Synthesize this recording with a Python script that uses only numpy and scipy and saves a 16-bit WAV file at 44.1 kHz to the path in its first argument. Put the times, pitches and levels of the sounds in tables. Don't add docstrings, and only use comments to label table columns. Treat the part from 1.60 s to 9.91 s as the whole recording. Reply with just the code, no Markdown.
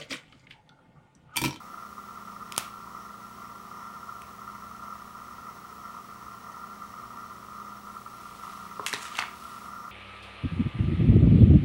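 import sys
import numpy as np
from scipy import signal
from scipy.fft import rfft, irfft
from scipy.io import wavfile
from scipy.ndimage import uniform_filter1d

SR = 44100
rng = np.random.default_rng(int(sys.argv[2]) if len(sys.argv) > 2 else 0)


def rack_gain(trim_db):
    fader = np.asarray(trim_db, float)
    return 10 ** (fader / 20)


def digitize_waveform(pressure):
    field = np.atleast_2d(pressure).T
    bounded = np.clip(field, -1, 1)
    quanta = np.round(bounded * 32767).astype(np.int16)
    wavfile.write(sys.argv[1], SR, quanta)


N = 366471
T = np.arange(N) / SR


def level(x, db):
    return x * rack_gain(db) / np.sqrt(np.mean(x ** 2))


def band(x, hz, width_hz):
    return signal.lfilter(*signal.iirpeak(hz, hz / width_hz, fs=SR), x)


def band_twice(x, hz, width_hz):
    return band(band(x, hz, width_hz), hz, width_hz)


def split(x, hz, kind):
    return signal.sosfilt(signal.butter(4, hz, kind, fs=SR, output="sos"), x)


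def ring(x, modes):
    t = T[:len(x)]
    body = sum(rack_gain(db) * np.sin(2 * np.pi * hz * t) * 1000. ** (-t / t60_s) for hz, db, t60_s in modes)
    return signal.fftconvolve(x, body)[:len(x)]


def walk(rate_hz):
    hold = int(SR / rate_hz)
    steps = np.repeat(rng.standard_normal(N // hold + 1), hold)
    return level(uniform_filter1d(uniform_filter1d(steps, hold), hold)[:N], 0)


def add(out, t_s, sound, peak_db):
    i = max(int(t_s * SR), 0)
    out[i:i + len(sound)] += (sound * rack_gain(peak_db) / np.abs(sound).max())[:N - i]


def burst(ms):
    x = T[:4096] * 1000 / max(ms, .1)
    return rng.standard_normal(4096) * np.exp(-x) * np.minimum(0.57 + 3 * x, 1)


# (f/Hz, width/Hz, level/dB)
PANELS = [(684, 71, -14.5), (956.8, 62, -6), (1041.7, 77, -8), (1193, 142, -1.5), (1262, 125, -2.5),
          (1360.3, 62, 2), (1804, 134, -20.5), (1980, 243, -18), (3080, 380, -33.5), (3920, 220, -47),
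          (5504, 420, -24), (6210, 220, -25.5), (13140, 550, -34)]


def casing(x):
    return sum((-1) ** k * rack_gain(db) * band_twice(x, hz, width_hz)
               for k, (hz, width_hz, db) in enumerate(PANELS))


# (t/s, level/dB)
LOAD = [(0.0, -42.5), (0.42, -42), (1.1, -42.5), (1.67, -43), (1.82, -41.5), (2.03, -43.5), (2.43, -39.5),
        (2.75, -44), (3.1, -42), (3.75, -41.5), (4.55, -44), (4.84, -41.5), (5.1, -43.5), (5.6, -42),
        (6.4, -43), (6.94, -42), (7.43, -42), (8.31, -40)]
# (t/s, peak/dB)
KNOCKS = [(0.0717, -28), (0.1413, -28), (0.1737, -29), (0.5364, -33), (0.6978, -29), (0.856, -36),
          (1.2732, -27), (1.3484, -29), (2.1136, -27), (2.5227, -29), (2.6828, -44), (2.8165, -28.5),
          (2.8762, -27), (3.021, -33), (3.1945, -31), (3.3535, -29), (3.421, -27.5), (3.4753, -31),
          (3.5498, -33), (4.1995, -34), (4.6653, -33), (5.0387, -26.5), (5.2964, -40), (6.27, -28),
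          (6.3664, -26.5), (6.4614, -26), (6.6548, -27), (6.9759, -30), (8.1338, -28.5), (8.2781, -28)]
KNOCK_RISE_S, KNOCK_CREST_DB = 0.002445, 2.5
LULL_S = .016
STRAYS_PER_S, STRAY_DB, STRAY_SPREAD_DB = 30, 12.5, 0.5


def motor():
    load_t_s, load_db = np.transpose(LOAD)
    response = casing(np.eye(1, 4096)[0])
    patter = rng.standard_normal(N) * (0.25 + (rng.random(N) < 700 / SR) * 1.7)
    drive = rack_gain(np.interp(T, load_t_s, load_db) - 3 + 0.97 * walk(70) + 1.4 * walk(21))
    out = level(signal.fftconvolve(patter, response)[:N], 0) * drive

    when, size = rng.random((int(STRAYS_PER_S * T[-1]), 2)).T
    strays_s = when * T[-1]
    ahead_s = np.transpose(KNOCKS)[0][:, None] - strays_s
    free = ~((ahead_s > -.004) & (ahead_s < LULL_S)).any(axis=0)
    strays_s, size = strays_s[free], size[free]
    spread = np.log(size / (1 - size)).clip(-4, 1.5) / 2.5
    stray_db = np.interp(strays_s, load_t_s, load_db) + STRAY_DB + STRAY_SPREAD_DB * spread

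    hard = [(t_s + KNOCK_RISE_S, db + KNOCK_CREST_DB) for t_s, db in KNOCKS]
    teeth = np.sin(2 * np.pi * 1280 * T[:130])
    for t_s, db in hard + list(zip(strays_s, stray_db)):
        strike = np.hanning(130) * (teeth + .8 * rng.standard_normal(130))
        knock = np.convolve(strike, response[:1024])
        rise_s = uniform_filter1d(knock ** 2, size=60).argmax() / SR
        add(out, t_s - rise_s, knock, db - 7.0)
    return out


# (f/Hz, rms/dB)
HUM = [(59.2, -70), (118.4, -65), (177.6, -64), (204.6, -58.5), (236.9, -62.5), (382.2, -69.5),
       (710.6, -69.5), (769.8, -69.5), (829.0, -70.5)]


def hum():
    out = np.zeros(N)
    for hz, db in HUM:
        cycles = hz * T + rng.random() + 0.091 * walk(6)
        out += level(np.sin(2 * np.pi * cycles), db) * rack_gain(2.18 * walk(5))
    return out


# (f/Hz, density/dB)
AIR = [(25, -11.5), (45, -24.5), (72, 1), (100, -9.5), (130, -5.5), (200, -5.5), (300, -6.5), (450, -7.5),
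       (600, -9.5), (1600, -14.5), (2600, -18), (5000, -20.5), (9000, -24), (16000, -26)]
AIR_DB = -53.5


def air():
    hz, db = np.transpose(AIR)
    f_hz = np.maximum(np.fft.rfftfreq(N, 1 / SR), 1)
    shape = rack_gain(np.interp(np.log(f_hz), np.log(hz), db))
    return level(irfft(rfft(rng.standard_normal(N)) * shape, N), AIR_DB)


# (f/Hz, rms/dB)
WHISTLE = [(15714, -67.5)]


def whistle():
    (hz, db), = WHISTLE
    return level(np.sin(2 * np.pi * (hz * T + .05 * walk(13))), db) * rack_gain(1.3 * walk(16))


# (t/s, peak/dB, low body/dB, treble/dB, burst/ms)
CRACKS = [
    (0.9224, -21.5, -22, -10, 0.82),
    (.945, -37, -22, -25, .8),
    (0.964, -22.5, -26, -9, 0.91),
    (0.9764, -26, -8, 0, .7),
    (0.979, -4, 0.5, 1, 1.26),
    (.9868, -39, -6, 3, .4),
    (.995, -31, -8, 4, .5),
]
# (f/Hz, level/dB, t60/s)
BAR = [(169, -29, .04), (425, -21, 0.028), (980, -4, 0.02), (1330, 7.5, 0.011), (2200, -1, 0.0083),
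       (2560, -1, 0.009), (3200, 6, 0.0037), (4300, 2, 0.0019), (5650, 7, 0.00089), (6930, 5, 0.0025),
       (8700, 0, 0.0058), (9500, 1, 0.003), (11400, -12, 0.002), (13000, -19, 0.0034)]
CREAK_HZ = 2250


def bar():
    near, front = np.zeros(N), np.zeros(N)
    click = np.eye(1, 1024)[0]
    for t_s, db, low_db, treble_db, ms in CRACKS:
        shock = 0.43 * split(burst(ms), 2550, "high")
        shock[2] -= 1
        modes = [(hz, g + (low_db if hz < 2400 else treble_db if hz > 6000 else 0), t60_s)
                 for hz, g, t60_s in BAR]
        floor_hz = 110 if low_db > -12 else CREAK_HZ
        add(near, t_s, split(ring(shock, modes), floor_hz, "high"), db)
        bare = rack_gain(low_db) * band(click, 1200, 1400) + band(click, 2800, 4000)
        bare = bare + rack_gain(treble_db) * band(click, 9000, 9000)
        add(front, t_s, bare, db + 5)
    return near, front


# (f/Hz, t60/s, level/dB)
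ROOM = [
    (300, 0.047, -51.5),
    (880, 0.27, -14),
    (2500, 0.37, -14.5),
    (6000, 0.071, -26),
    (12000, 0.27, -17),
]
ECHO_S, ECHO_DB = 0.0076, -16.5


def room(x):
    t = T[:SR // 2]
    tail = np.zeros(len(t))
    for hz, t60_s, db in ROOM:
        noise = level(band(rng.standard_normal(len(t)), hz, hz), -29.5)
        tail += rack_gain(db) * noise * 1000. ** (-t / t60_s)
    tail *= np.clip((t - ECHO_S) / 0.0018, 0, 1)
    scatter = rng.standard_normal(len(t)) * np.exp(-np.abs(t - ECHO_S - .0005) / 0.00036)
    tail += rack_gain(ECHO_DB) * scatter / np.sqrt(np.sum(scatter ** 2))
    return signal.fftconvolve(x, tail)[:N]


# (t/s, peak/dB, ring f/Hz, treble/dB, burst/ms)
TAPS = [(2.6195, -31.5, 2400, 5, .3), (7.2641, -10, 2910, 8, 0.5), (7.264, -18.5, 1820, -20, 2.5),
        (7.2697, -20, 2600, 8, 1.2), (7.2835, -25, 3500, 10, .6), (7.3294, -14, 1840, -3, 2.1),
        (7.3368, -23, 1173, -26, 0.88), (7.337, -16, 3900, -18, 0.74), (7.346, -36, 2000, -12, 2.1),
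        (7.368, -34, 1090, -22, 1.3), (7.5535, -28, 2960, -20, .6), (7.563, -30, 2700, -19, 1.4),
        (7.571, -27, 2900, 5, 1.8), (7.583, -21.5, 1700, -16, 1.8), (7.588, -16.5, 1420, -28, 3.3),
        (7.5885, -16.5, 3000, -7, 2), (7.595, -21.5, 4400, -30, 1.9), (7.604, -24, 1290, -23, 3.7),
        (7.615, -28, 3000, -26, .8), (7.6238, -19, 2100, -40, 0.54), (7.6247, -27, 1250, -35, 3.5),
        (7.637, -25, 1330, -24, 1.5)]
# (f/Hz, level/dB, t60/s)
BOARD = [(126.6, -5, 0.1), (190, -12, 0.053), (289, -3, 0.038), (424, -2, 0.048), (548, -6, 0.024),
         (780, -25, 0.036), (1050, 6.5, 0.018), (1280, 2, 0.023)]
BOARD_DB = -20


def taps():
    out = np.zeros(N)
    for t_s, db, hz, treble_db, ms in TAPS:
        touch = burst(ms)
        touch[2] += 2.6
        crinkle = band_twice(touch, 3700, 4500)
        contact = band(band(touch, hz, 0.5 * hz), hz, 0.95 * hz)
        foil = split(band(split(touch, 3500, "high"), 5200, 3100), 14400, "low")
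        board = split(ring(band(burst(0.74), 340, 660), BOARD), 95, "high")
        mix = level(contact, 0) + level(crinkle, treble_db / 2 - 7.5)
        mix = mix + level(foil, treble_db - 10.0) + level(board, BOARD_DB)
        add(out, t_s, mix, db)
    return out


STROKE_DB = 26


def rustle(strokes, rough_db, mid_hz, mid_width_hz, top_hz, top_width_hz):
    grain = rng.standard_normal(N) * rack_gain(rough_db * (walk(300) + 0.27 * walk(40)))
    mid = level(band_twice(grain, mid_hz, mid_width_hz), 0)
    top = level(split(band_twice(grain, top_hz, top_width_hz), 13400, "low"), 0)
    out = np.zeros(N)
    for t_s, db, treble_db, rise_s, fall_s in strokes:
        away = np.maximum((t_s - T) / max(rise_s, 1e-3), (T - t_s) / max(fall_s, 1e-3))
        out += (mid + top * rack_gain(treble_db)) * rack_gain(db - STROKE_DB * away)
    return out


# (peak t/s, level/dB, treble/dB, rise/s, fall/s)
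SLEEVE = [
    (6.33, -71, 5, .15, 0.33),
    (6.62, -65.5, -6, 0.26, .5),
    (6.9, -56, -7, 0.66, 0.52),
    (7.25, -59, -15, 0.52, .8),
    (7.85, -54.5, -6.5, 0.59, 0.46),
    (8.06, -60, -6, .25, 0.071),
]


def sleeve():
    return rustle(SLEEVE, rough_db=1.4, mid_hz=2560, mid_width_hz=4650, top_hz=9200, top_width_hz=10100)


# (t/s, peak/dB, push/ms)
THUDS = [
    (7.1946, -26.5, 0.97),
    (7.1963, -18.5, 0.92),
    (7.2056, -40, 1.7),
    (7.337, -25, 1.35),
]


def thuds():
    out = np.zeros(N)
    for t_s, db, ms in THUDS:
        push = np.sin(np.pi * np.clip(T[:4096] * 1000 / ms, 0, 1)) ** 2
        add(out, t_s, split(ring(np.gradient(push), BOARD), 110, "high"), db)
    return out


# (peak t/s, level/dB, treble/dB, rise/s, fall/s)
SLIDE = [
    (7.271, -45, 4, .004, .06),
    (7.283, -43, -3, 0.02, .16),
    (7.345, -37, -24, 0.027, 0.075),
    (7.39, -59, -12, .05, 0.074),
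    (7.43, -54, 5.5, .05, 0.072),
    (7.455, -44.5, -15.5, 0.13, 0.22),
    (7.578, -42.5, -20, .08, 0.11),
    (7.63, -52, -23, .1, 0.13),
]


def wrapper():
    return rustle(SLIDE, rough_db=1.9, mid_hz=2100, mid_width_hz=3700, top_hz=6600, top_width_hz=7100)


def scene():
    steady = motor() + hum() + air() + whistle()
    near, front = bar()
    touches = taps() + thuds()
    hits = near + touches + room(front + 0.93 * touches)
    return (steady + hits + sleeve() + wrapper())[None]


def band_limit(x):
    return signal.sosfilt(signal.butter(12, 16610, fs=SR, output="sos"), x)


def record(dry):
    rounded = .62 * np.tanh(dry / .62)
    top_cut = signal.ellip(8, .2, 60, 15950, fs=SR, output="sos")
    return band_limit(signal.sosfilt(top_cut, rounded))


dry = scene()
out = record(dry)
digitize_waveform(out)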